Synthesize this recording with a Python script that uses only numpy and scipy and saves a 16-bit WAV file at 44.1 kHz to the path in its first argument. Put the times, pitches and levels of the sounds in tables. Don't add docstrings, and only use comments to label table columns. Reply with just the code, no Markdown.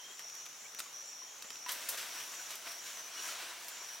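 import sys
import numpy as np
from scipy import signal
from scipy.fft import rfft, irfft, next_fast_len
from scipy.io import wavfile
from scipy.ndimage import uniform_filter1d, map_coordinates

SR = 44100
rng = np.random.default_rng(int(sys.argv[2]) if len(sys.argv) > 2 else 0)


def inscribe(sig):
    pcm = np.round(np.clip(np.atleast_2d(sig).T, -1, 1) * 32767)
    wavfile.write(sys.argv[1], SR, pcm.astype(np.int16))


N = 176400


def amp(db):
    return 10 ** (np.asarray(db) / 20)


def unit(x):
    return x / np.sqrt(np.mean(x ** 2) + 1e-20)


def along(points, hz):
    freqs, values = np.transpose(points)
    return np.interp(np.log(hz + 1), np.log(freqs + 1), values)


def wobble(rate):
    return map_coordinates(rng.standard_normal(2000), [np.arange(N) * rate / SR], mode="mirror")


def filtered(x, response):
    n = x.shape[-1]
    size = next_fast_len(n + 8192)
    return irfft(rfft(x, size) * response(np.fft.rfftfreq(size, 1 / SR)), size)[..., :n]


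# frequency in Hz, left-right likeness from 0 to 1.
TREE_LIKENESS = [(60, .75), (200, 0.94), (500, 0.98), (1200, 1), (2500, 1), (5500, .87), (9000, 0.74),
                 (14000, 0.42)]


def spread(pair, spectrum, tilt_db=0, likeness=TREE_LIKENESS):
    angle = lambda hz: np.arccos(np.clip(along(likeness, hz), -1, .995)) / 2
    colour = lambda hz: amp(along(spectrum, hz) + tilt_db * np.log2(1 + hz / 500))
    mid, side = filtered(pair, lambda hz: colour(hz) * [np.cos(angle(hz)), np.sin(angle(hz))])
    return unit(np.array([mid + side, mid - side]))


def leaf_contacts(spectrum, likeness, patchy_db, crackles_per_s=1500, crackle_db=-7):
    hits = rng.random(N) < crackles_per_s / SR
    sizes = amp(3 * np.minimum(rng.exponential(size=N), 3))
    crackles = unit(hits * sizes * rng.choice([-1, 1], (2, N)))
    bands = signal.stft(rng.standard_normal((2, N)) + amp(crackle_db) * crackles, nperseg=512)[2]
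    patches = uniform_filter1d(rng.standard_normal(bands.shape[1:]), size=4, axis=0)
    patches = unit(uniform_filter1d(patches, size=7, axis=1))
    depth_db = patchy_db / (1 + np.fft.rfftfreq(512, 1 / SR)[:, None] / 5000)
    rush = signal.istft(bands * amp(depth_db * patches), nperseg=512)[1][:, :N]
    return spread(rush, spectrum, likeness=likeness)


def phrases(rows, width_hz, rise_hz_per_s, skirt_db, edge, side_db=-12.5):
    out, t = np.zeros((2, N)), np.arange(N) / SR
    core = lambda f: np.exp(-.25 * (f / width_hz) ** 2)
    skirt = lambda f: amp(skirt_db) * np.exp(-.5 * (f / width_hz / 4) ** 2)
    for middle, length, hz, db in rows:
        first = max(0, round((middle - .5) * SR))
        offset = t[first:first + SR] - middle
        fuzz = filtered(rng.standard_normal((2, 2, SR)), lambda f: core(f) + skirt(f))
        fuzz = unit(fuzz)[..., :len(offset)]
        phase = 2 * np.pi * (hz * offset + rise_hz_per_s * offset ** 2 / 2)
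        swell = amp(db) * np.exp(-np.abs(2 * offset / length) ** edge)
        mid, side = swell * (fuzz[0] * np.cos(phase) + fuzz[1] * np.sin(phase))
        out[:, first:first + SR] += [mid + amp(side_db) * side, mid - amp(side_db) * side]
    return out


# frequency in Hz, left-right likeness from 0 to 1.
FAR_LIKENESS = [(60, 0.86), (200, 0.48), (500, 0.56), (1200, 0.73), (4500, 0.56), (9000, 0.54),
                (15000, 0.13)]
# frequency in Hz, relative level in dB.
CANOPY_EQ = [(25, -44), (55, -54), (75, -47), (90, -9.5), (108, -22), (135, -13), (200, -12), (350, -7),
             (650, -3.5), (1100, -2.5), (2000, -2.5), (3200, -2.5), (4700, -6.5), (8500, -9.5),
             (12000, -12), (15800, -12.5)]


def far_canopy():
    return amp(-54 + .9 * wobble(16)) * leaf_contacts(CANOPY_EQ, FAR_LIKENESS, patchy_db=1.43)


# frequency in Hz, relative level in dB.
CHORUS_EQ = [(4000, -48), (5200, -15.5), (5700, -3), (6200, -7), (6900, -10), (7500, -20), (8300, -29)]


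def insect_chorus():
    hiss = spread(rng.standard_normal((2, N)), CHORUS_EQ, likeness=FAR_LIKENESS)
    return amp(-55 + 1.5 * wobble(5.8)) * hiss


# midpoint in seconds, length in seconds, pitch in Hz, level in dB.
BIRD_CALLS = [(.055, 0.17, 3170, -56), (.657, .022, 2305, -50), (1.29, 0.2, 3200, -64.5),
              (3.187, 0.044, 2920, -49)]


def far_bird():
    return phrases(BIRD_CALLS, width_hz=34, rise_hz_per_s=900, skirt_db=-32, edge=3.5)


# midpoint in seconds, length in seconds, pitch in Hz, level in dB.
BUZZ_PHRASES = [(.03, 0.056, 5780, -56.5), (.31, 0.29, 5740, -50), (.46, 0.1, 6140, -58),
                (.75, .17, 5770, -56), (.985, 0.12, 5830, -49.5), (1.17, 0.28, 5710, -52),
                (1.42, .12, 6100, -58), (1.63, 0.25, 5750, -50.5), (1.79, 0.15, 5650, -56),
                (2.19, 0.24, 5730, -51), (2.42, 0.24, 5790, -52.5), (2.74, 0.17, 5700, -50),
                (2.88, 0.084, 5640, -56), (3.02, 0.14, 6010, -50), (3.23, 0.21, 5770, -49),
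                (3.46, 0.21, 5780, -61), (3.88, 0.23, 5740, -50.5)]
# midpoint in seconds, length in seconds, pitch in Hz, level in dB.
LISP_PHRASES = [(.14, .17, 7200, -57.5), (.35, .25, 6770, -58), (.64, 0.14, 7200, -57),
                (.84, 0.16, 6900, -56), (1.08, 0.16, 7200, -57.5), (1.32, 0.13, 6780, -56.5),
                (1.49, 0.22, 7120, -56), (1.85, 0.18, 6900, -59), (2.39, 0.25, 6920, -53),
                (2.87, .16, 6940, -52.5), (3.27, 0.17, 6820, -52.5), (3.76, 0.22, 7060, -54.5)]


def near_insects():
    buzz = phrases(BUZZ_PHRASES, width_hz=74, rise_hz_per_s=478, skirt_db=-5.5, edge=4.6)
    lisp = phrases(LISP_PHRASES, width_hz=300, rise_hz_per_s=42, skirt_db=-36, edge=3)
    flutter = amp(.3 * wobble(110))
    return buzz * flutter + lisp


# frequency in Hz, seconds to fall 60 dB.
FOREST_DECAY = [(200, 0.75), (2000, 0.53), (12000, 0.38)]


def forest_reverb(x):
    noise = spread(rng.standard_normal((2, SR // 2)), [(100, 0), (10000, 0)])
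    hz, t, bands = signal.stft(noise, SR, nperseg=256)
    decay = amp(-60 * t / along(FOREST_DECAY, hz)[:, None])
    tail = signal.istft(bands * decay, SR, nperseg=256)[1]
    return signal.fftconvolve(x.mean(axis=0)[None], tail / np.linalg.norm(tail[0]), axes=1)[:, :N]


# start in seconds, level in dB, pitch in Hz, seconds to fall 60 dB.
BRANCH_HITS = [(0.801, -45, 1320, 0.03), (0.859, -50.5, 1120, 0.069), (1.219, -47, 1040, .035),
               (1.662, -41.5, 988, 0.11), (1.892, -49.5, 530, 0.094), (2.395, -43, 1515, 0.039),
               (2.672, -48.5, 683, 0.058), (2.695, -49, 1120, 0.04), (3.288, -41.5, 1363, 0.052)]
# multiple of the pitch, relative level in dB.
BRANCH_MODES = [(0.999, 1.5), (1.9, -4), (2.74, -1)]


def branch_knocks(jitter_radians=.19, attack_s=.00054):
    out, t = np.zeros((2, N + SR)), np.arange(SR // 4) / SR
    attack = 1 - np.exp(-t / attack_s)
    for start, db, hz, t60 in BRANCH_HITS:
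        for ratio, mode_db in BRANCH_MODES:
            phase = ratio * (2 * np.pi * hz * t + jitter_radians * wobble(373)[:len(t)])
            decay = amp(db + mode_db - 60 * t * ratio / t60)
            out[:, round(start * SR):][:, :len(t)] += attack * decay * np.sin(phase)
    return out[:, :N]


# start in seconds, level in dB, treble tilt in dB per octave,
# seconds to fall 60 dB.
TWIG_BREAKS = [(.1935, -36.5, 1, .014), (.197, -46.5, -3.5, 0.084), (.2985, -38.5, -1.5, .015),
               (.352, -43, 5.5, 0.012), (0.456, -47, 0, .04), (.463, -44, -2, 0.031),
               (0.7481, -38.5, 0.5, 0.019), (.788, -39, 2, 0.03), (.792, -32, 2.5, 0.029),
               (.802, -31.5, -0.5, 0.024), (1.4225, -39.5, 0, 0.031), (1.5045, -37, -2, 0.02),
               (1.443, -47, -8, 0.073), (1.5568, -45, -3, .02), (1.662, -42, -2, .025),
               (1.6865, -38.5, -1.5, 0.034), (1.691, -34, -.5, 0.059), (1.719, -33.5, 12, 0.11),
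               (1.888, -30.5, 6, 0.11), (1.974, -40, 0.5, 0.45), (2.201, -39, -1.5, 0.039),
               (2.505, -42.5, 0.5, 0.19), (2.555, -38.5, 5, 0.024), (2.668, -44, -6.5, .08),
               (2.718, -40, 2, 0.033), (2.972, -39, -3, 0.015), (3.645, -45, 5, .03), (3.683, -40, 7, .07)]
# frequency in Hz, relative level in dB.
TWIG_EQ = [(40, -40), (200, -14), (700, -7), (1500, 2.5), (3000, 3), (6000, 2), (11000, -4), (13300, -1),
           (16000, -9.5)]


def twig_snaps(roughness_db=2):
    out, t = np.zeros((2, N + SR)), np.arange(SR // 4) / SR
    for start, db, tilt_db, t60 in TWIG_BREAKS:
        fibres = rng.standard_normal((2, len(t))) * amp(roughness_db * wobble(900)[:len(t)])
        decay = amp(db - 60 * t / t60)
        out[:, round(start * SR):][:, :len(t)] += spread(fibres, TWIG_EQ, tilt_db) * decay
    return out[:, :N]


# time in seconds, body fader in dB, crisp fader in dB.
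RUSTLE_FADERS = [(1.66, -63, -66), (1.7, -44.5, -49), (1.78, -48.5, -54.5), (1.88, -48, -54.5),
                 (1.93, -45.5, -46), (1.99, -47, -58), (2.09, -49.5, -55), (2.2, -48, -55),
                 (2.26, -52, -55.5), (2.32, -50, -56), (2.4, -52, -57.5), (2.54, -49, -56.5),
                 (2.6, -56, -60), (2.65, -52.5, -61), (2.68, -48, -54), (2.8, -57.5, -61),
                 (2.87, -48.5, -54.5), (2.95, -52.5, -58), (3.13, -52.5, -61), (3.19, -47, -56),
                 (3.24, -48, -52.5), (3.28, -44.5, -50.5), (3.35, -47, -57), (3.49, -47, -56),
                 (3.58, -52, -61.5), (3.69, -54, -57), (3.76, -52, -63.5), (3.94, -55, -58.5),
                 (4, -55.5, -62)]
# frequency in Hz, relative level in dB.
BODY_EQ = [(30, -54), (80, -33), (170, -21.5), (340, -7.5), (430, -9.5), (700, 0), (800, -6.5), (950, 0.5),
           (1250, 0), (1530, 3), (1900, 0.5), (3050, 1), (5000, -2.5), (7500, -5.5), (11000, -19),
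           (16000, -41)]
# frequency in Hz, relative level in dB.
CRISP_EQ = [(1000, -25), (4000, -26), (8000, 2.5), (10500, 1.5), (13500, 0), (15800, -0.5)]


def leaf_rustle(body_trim_db=1, crisp_trim_db=3.5):
    times, body_db, crisp_db = np.transpose(RUSTLE_FADERS)
    t = np.arange(N) / SR
    shake_db = .7 * wobble(35)
    fader = lambda db: amp(np.interp(t, times, db, left=-100) + shake_db)
    body = fader(body_db + body_trim_db) * leaf_contacts(BODY_EQ, TREE_LIKENESS, patchy_db=2)
    crisp = fader(crisp_db + crisp_trim_db) * leaf_contacts(CRISP_EQ, TREE_LIKENESS, patchy_db=3)
    return body + crisp


def scene(reverb_db=-7.5, lean_db=.28):
    low_cut = signal.butter(2, 170, "high", fs=SR, output="sos")
    wood = signal.sosfilt(low_cut, twig_snaps() + branch_knocks())
    tree = wood + amp(reverb_db) * forest_reverb(wood) + leaf_rustle()
    bed = far_canopy() + near_insects() + insect_chorus() + far_bird()
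    return (tree + bed) * amp([[lean_db], [-lean_db]])


def record(dry, top_hz=15950):
    return filtered(dry, lambda hz: hz < top_hz)


dry = scene()
out = record(dry)
inscribe(out)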